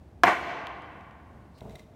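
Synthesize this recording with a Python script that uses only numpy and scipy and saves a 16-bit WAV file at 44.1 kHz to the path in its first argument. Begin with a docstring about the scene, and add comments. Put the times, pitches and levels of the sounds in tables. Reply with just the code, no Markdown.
"""A distant town rumbles faintly; then a sharp crack as a guard stamps a steel-shod boot on a hollow
wooden stand in the porch of a large hall. Heel and sole ring the stand, the porch roof throws the
crack back and the hall rings on, with a few small dry ticks near by. Then the guards step down:
cloth rustles, a sole scuffs, rifle fittings clink and boots thud."""
import sys
import numpy as np
from scipy import signal
from scipy.fft import rfft, irfft
from scipy.io import wavfile

SR = 44100
rng = np.random.default_rng(int(sys.argv[2]) if len(sys.argv) > 2 else 0)


def dump(signal):
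    """Clip the signal to [-1, 1] and save it as 16-bit WAV at the path in sys.argv[1]."""
    limited = np.clip(np.atleast_2d(signal).T, -1, 1)
    pcm = np.round(limited * 32767).astype(np.int16)
    wavfile.write(sys.argv[1], SR, pcm)


N = 85995


def undb(db):
    return 10 ** (np.asarray(db) / 20)


def clock():
    return np.arange(N) / SR


def fade(t60_s):
    return np.exp(-np.log(1000) * clock() / t60_s)


def by_pitch(hz, points, column=1):
    """Table column interpolated over log frequency."""
    points = np.array(points, float)
    return np.interp(np.log(np.maximum(hz, 1)), np.log(points[:, 0]), points[:, column])


def bin_gains(colour):
    return undb(by_pitch(np.fft.rfftfreq(N, 1 / SR), colour))


def noise(colour):
    """Coloured noise, rms 1."""
    x = irfft(rfft(rng.standard_normal(N)) * bin_gains(colour), N)
    return x / x.std()


def click(colour):
    """Coloured minimum-phase pulse."""
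    cepstrum = irfft(np.log(bin_gains(colour)), N)
    causal_fold = 1 + np.sign(np.fft.fftfreq(N))
    return irfft(np.exp(rfft(cepstrum * causal_fold)), N)


def wander(rate_hz):
    """Random drift, spread near 1."""
    knots = rng.standard_normal(1024)
    return np.interp(clock() * rate_hz, np.arange(len(knots)), knots)


def ring(modes):
    """Damped sines of a struck object."""
    return sum(undb(db) * np.sin(2 * np.pi * hz * clock()) * fade(t60_s) for hz, db, t60_s in modes)


def at(start_s, x):
    return np.concatenate([np.zeros(int(start_s * SR)), x])[:N]


def high_pass(x, hz):
    return signal.sosfilt(signal.butter(2, hz, "high", fs=SR, output="sos"), x)


def bloom(delay_s, build_s, t60_s):
    """Unit-energy envelope of reflections: delay, build-up, decay."""
    envelope = np.clip((clock() - delay_s) / build_s, 0, 1) * fade(t60_s)
    return envelope / np.sqrt(np.sum(envelope ** 2))


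# town spectrum: f/Hz, level/dB
TOWN_COLOUR = [(20, -14.5), (40, -10.5), (68, 3), (90, -1.5), (150, -6), (240, -8.5), (450, -16.5),
               (750, -19), (1300, -29), (2500, -37), (5000, -45), (10000, -50.5), (16000, -55)]


def town(level_db=-50.5, swell_db=0.9):
    """Far traffic rumbles, gently swelling."""
    return noise(TOWN_COLOUR) * undb(level_db + swell_db * wander(rate_hz=8.04))


# heel and sole contacts: t/s, push level/dB, crack level/dB
STAMP_CONTACTS = [(.2352, -2, -5.5), (.2378, 0, -19)]
# stand modes: f/Hz, level/dB, t60/s
STAND_MODES = [(125, -20.5, .08), (274.7, -18.5, 0.12), (341, -13, 0.037), (563, -17.5, 0.039),
               (709.5, -7, 0.038), (942, -23.5, 0.18), (1019.5, -6.5, 0.034), (1210, -17, 0.0093),
               (1315, -6, 0.008), (1640, -23, 0.012), (2070, -12, 0.023), (3070, -31, 0.011),
               (3940, -23, 0.01)]
# steel plate crack spectrum: f/Hz, level/dB
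CRACK_COLOUR = [(150, -33.5), (600, -12.5), (1500, 22), (2500, 7), (4500, -3.5), (5800, 2), (8000, -22),
                (10500, -49), (13000, -39), (16000, -60)]
# spectrum of the slap into the porch: f/Hz, level/dB
SLAP_COLOUR = [(60, -15.5), (130, -3.5), (330, -3), (470, -4), (600, 5), (900, 6.5), (1100, 7), (1260, -1),
               (1420, 3.5), (1750, 2.5), (2120, 3), (2500, -5), (3000, -7.5), (3600, -16), (4700, -23),
               (6000, -24), (8000, -30), (11000, -37), (16000, -43)]


def stamp(stand_db=-0.5, push_s=0.00036, plate_db=-5, crack_t60_s=0.029,
          stand_send_db=-12.5, slap_send_db=26.5):
    """Each contact rings the hollow stand and cracks on the steel plate. Returns direct, room send."""
    struck = ring(STAND_MODES) * np.minimum(clock() / push_s, 1)
    stand = undb(stand_db) * high_pass(struck, hz=380)  # a small box radiates little bass
    pulse = click(SLAP_COLOUR)
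    wood = crack = slap = 0
    for t, push_db, crack_db in STAMP_CONTACTS:
        wood += at(t, undb(push_db) * stand)
        crack += at(t, undb(plate_db + crack_db) * noise(CRACK_COLOUR) * fade(crack_t60_s))
        slap += at(t, undb(crack_db) * pulse)
    return wood + crack, undb(stand_send_db) * wood + undb(slap_send_db) * slap


# hall tail: f/Hz, level/dB, t60/s
HALL_TAIL = [(100, -7.5, 1.5), (292.5, 1, 2.04), (630, -1, 1.9), (1030, -3, 2.36), (1970, -3.5, 1.81),
             (2980, -0.5, 1.65), (5270, -1, 1.22), (9050, -8, 0.68), (15000, -2.5, .55)]


def room_response(near_db=-4.5, porch_db=-1, hall_db=-7):
    """Near scatter off floor and pillars, a burst off the porch roof, then the hall; treble dies first."""
    near = rng.standard_normal(N) * bloom(delay_s=.002, build_s=.003, t60_s=.22)
    porch = rng.standard_normal(N) * bloom(delay_s=.022, build_s=.02, t60_s=.38)
    hz = np.fft.rfftfreq(N, 1 / SR)
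    white_spectrum = rfft(rng.standard_normal(N))
    edges_hz = np.geomspace(50, 17000, 25)
    hall = 0
    for low_hz, high_hz in zip(edges_hz, edges_hz[1:]):
        centre_hz = np.sqrt(low_hz * high_hz)
        band = irfft(white_spectrum * ((hz >= low_hz) & (hz < high_hz)), N)
        envelope = bloom(delay_s=.065, build_s=0.2, t60_s=by_pitch(centre_hz, HALL_TAIL, column=2))
        hall += band * envelope * undb(by_pitch(centre_hz, HALL_TAIL))
    return undb(near_db) * near + undb(porch_db) * porch + undb(hall_db) * hall


# dry ticks: t/s, level/dB, f/Hz
TICK_HITS = [(0.258, -33.5, 12500), (0.6702, -25.5, 3200), (0.8217, -41.5, 3000), (1.0097, -44, 2370),
             (1.1105, -43.5, 2660)]
# snap spectrum: f/Hz, level/dB
SNAP_COLOUR = [(1500, -9.5), (3000, 6), (6000, 5), (10000, -10.5), (16000, -10)]


def ticks(t60_s=0.0039, snap_db=-18.5):
    """Tiny hard contacts: a brief ring and a snap."""
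    track = 0
    for t, db, hz in TICK_HITS:
        snap = undb(snap_db) * noise(SNAP_COLOUR) * fade(t60_s)
        track += at(t, undb(db) * (ring([(hz, 0, t60_s)]) + snap))
    return track


# rustle envelope: t/s, level/dB
RUSTLE_ENVELOPE = [(1.51, -81.5), (1.55, -79), (1.59, -69.5), (1.63, -68), (1.68, -67.5), (1.74, -64),
                   (1.8, -64.5), (1.851, -76), (1.95, -81)]
# spectrum of cloth and clink noise: f/Hz, level/dB
HISS_COLOUR = [(800, -31), (2200, 3.5), (4000, -3), (5200, -7.5), (8500, -7), (11000, -13), (16000, -12)]


def rustle(rough_db=2):
    """Uniform cloth rubs unevenly as the legs swing."""
    times_s, levels_db = np.array(RUSTLE_ENVELOPE).T
    envelope_db = np.interp(clock(), times_s, levels_db)
    cloth = noise(HISS_COLOUR) * (clock() > times_s[0])
    return cloth * undb(envelope_db - rough_db * wander(rate_hz=120))


# scuff spectrum: f/Hz, level/dB
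SOLE_COLOUR = [(2800, -26.5), (4100, 9), (5000, 4), (5700, -3.5), (6800, -15), (8500, -7.5), (11000, -23.5)]


def scuff(centre_s=1.576, half_width_s=.027, level_db=-68, rough_db=2):
    """A sole slides grittily on the wood before the first step."""
    envelope = np.exp(-((clock() - centre_s) / half_width_s) ** 2)
    return noise(SOLE_COLOUR) * undb(level_db - rough_db * wander(rate_hz=120)) * envelope


# clinks: t/s, level/dB
CLINK_HITS = [(1.6075, -47.5), (1.6961, -51), (1.7084, -54), (1.7549, -45), (1.7574, -43.5),
              (1.7933, -53.5), (1.7957, -48), (1.8045, -58)]
# fitting modes: f/Hz, level/dB, t60/s
FITTING_MODES = [(2074, -4.5, 0.034), (3710, -6, .016), (3890, -4, 0.015), (5720, -9.5, 0.014),
                 (7580, -20, .018), (12700, -20, .016)]


def clinks(hiss_db=-4.5, hiss_t60_s=0.012):
    """Loose metal fittings knock as the rifles move."""
    metal = ring(FITTING_MODES)
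    track = 0
    for t, db in CLINK_HITS:
        hiss = undb(hiss_db) * noise(HISS_COLOUR) * fade(hiss_t60_s)
        track += at(t, undb(db) * (metal + hiss))
    return track


# footfalls: t/s, level/dB
FOOTFALLS = [(1.6162, -31.5), (1.634, -43.5), (1.653, -34.5), (1.687, -40), (1.708, -38.5)]
# footfall modes: f/Hz, level/dB, t60/s
THUD_MODES = [(72, -25.5, .16), (146, -2, 0.039), (210, -9, 0.036), (393, -6, 0.029), (452, -8.5, 0.048),
              (637, -1.5, .025), (770, 0.5, 0.0079), (1270, -13, 0.013)]


def steps(push_s=0.0015):
    """Boots set down gently; a soft sole spreads the blow."""
    thud = ring(THUD_MODES) * np.minimum(clock() / push_s, 1)
    return sum(at(t, undb(db) * thud) for t, db in FOOTFALLS)


def scene(clink_send_db=-11, step_send_db=2.5):
    """Mono mix; only stamp, clinks and steps excite the room."""
    response = room_response()
    blow, stamp_send = stamp()
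    metal, feet = clinks(), steps()
    send = stamp_send + undb(clink_send_db) * metal + undb(step_send_db) * feet
    echo = signal.fftconvolve(send, response)[:N]
    return (blow + metal + feet + echo + ticks() + scuff() + rustle() + town())[None]


def record(dry, low_hz=54.3, ceiling=.73, top_hz=15800):
    """Microphone: bass cut, soft peak limit, top cut."""
    thinned = high_pass(dry, low_hz)
    limited = thinned / (1 + (thinned / ceiling) ** 6) ** (1 / 6)
    return signal.sosfilt(signal.ellip(10, .1, 80, top_hz, fs=SR, output="sos"), limited)


dry = scene()
out = record(dry)
dump(out)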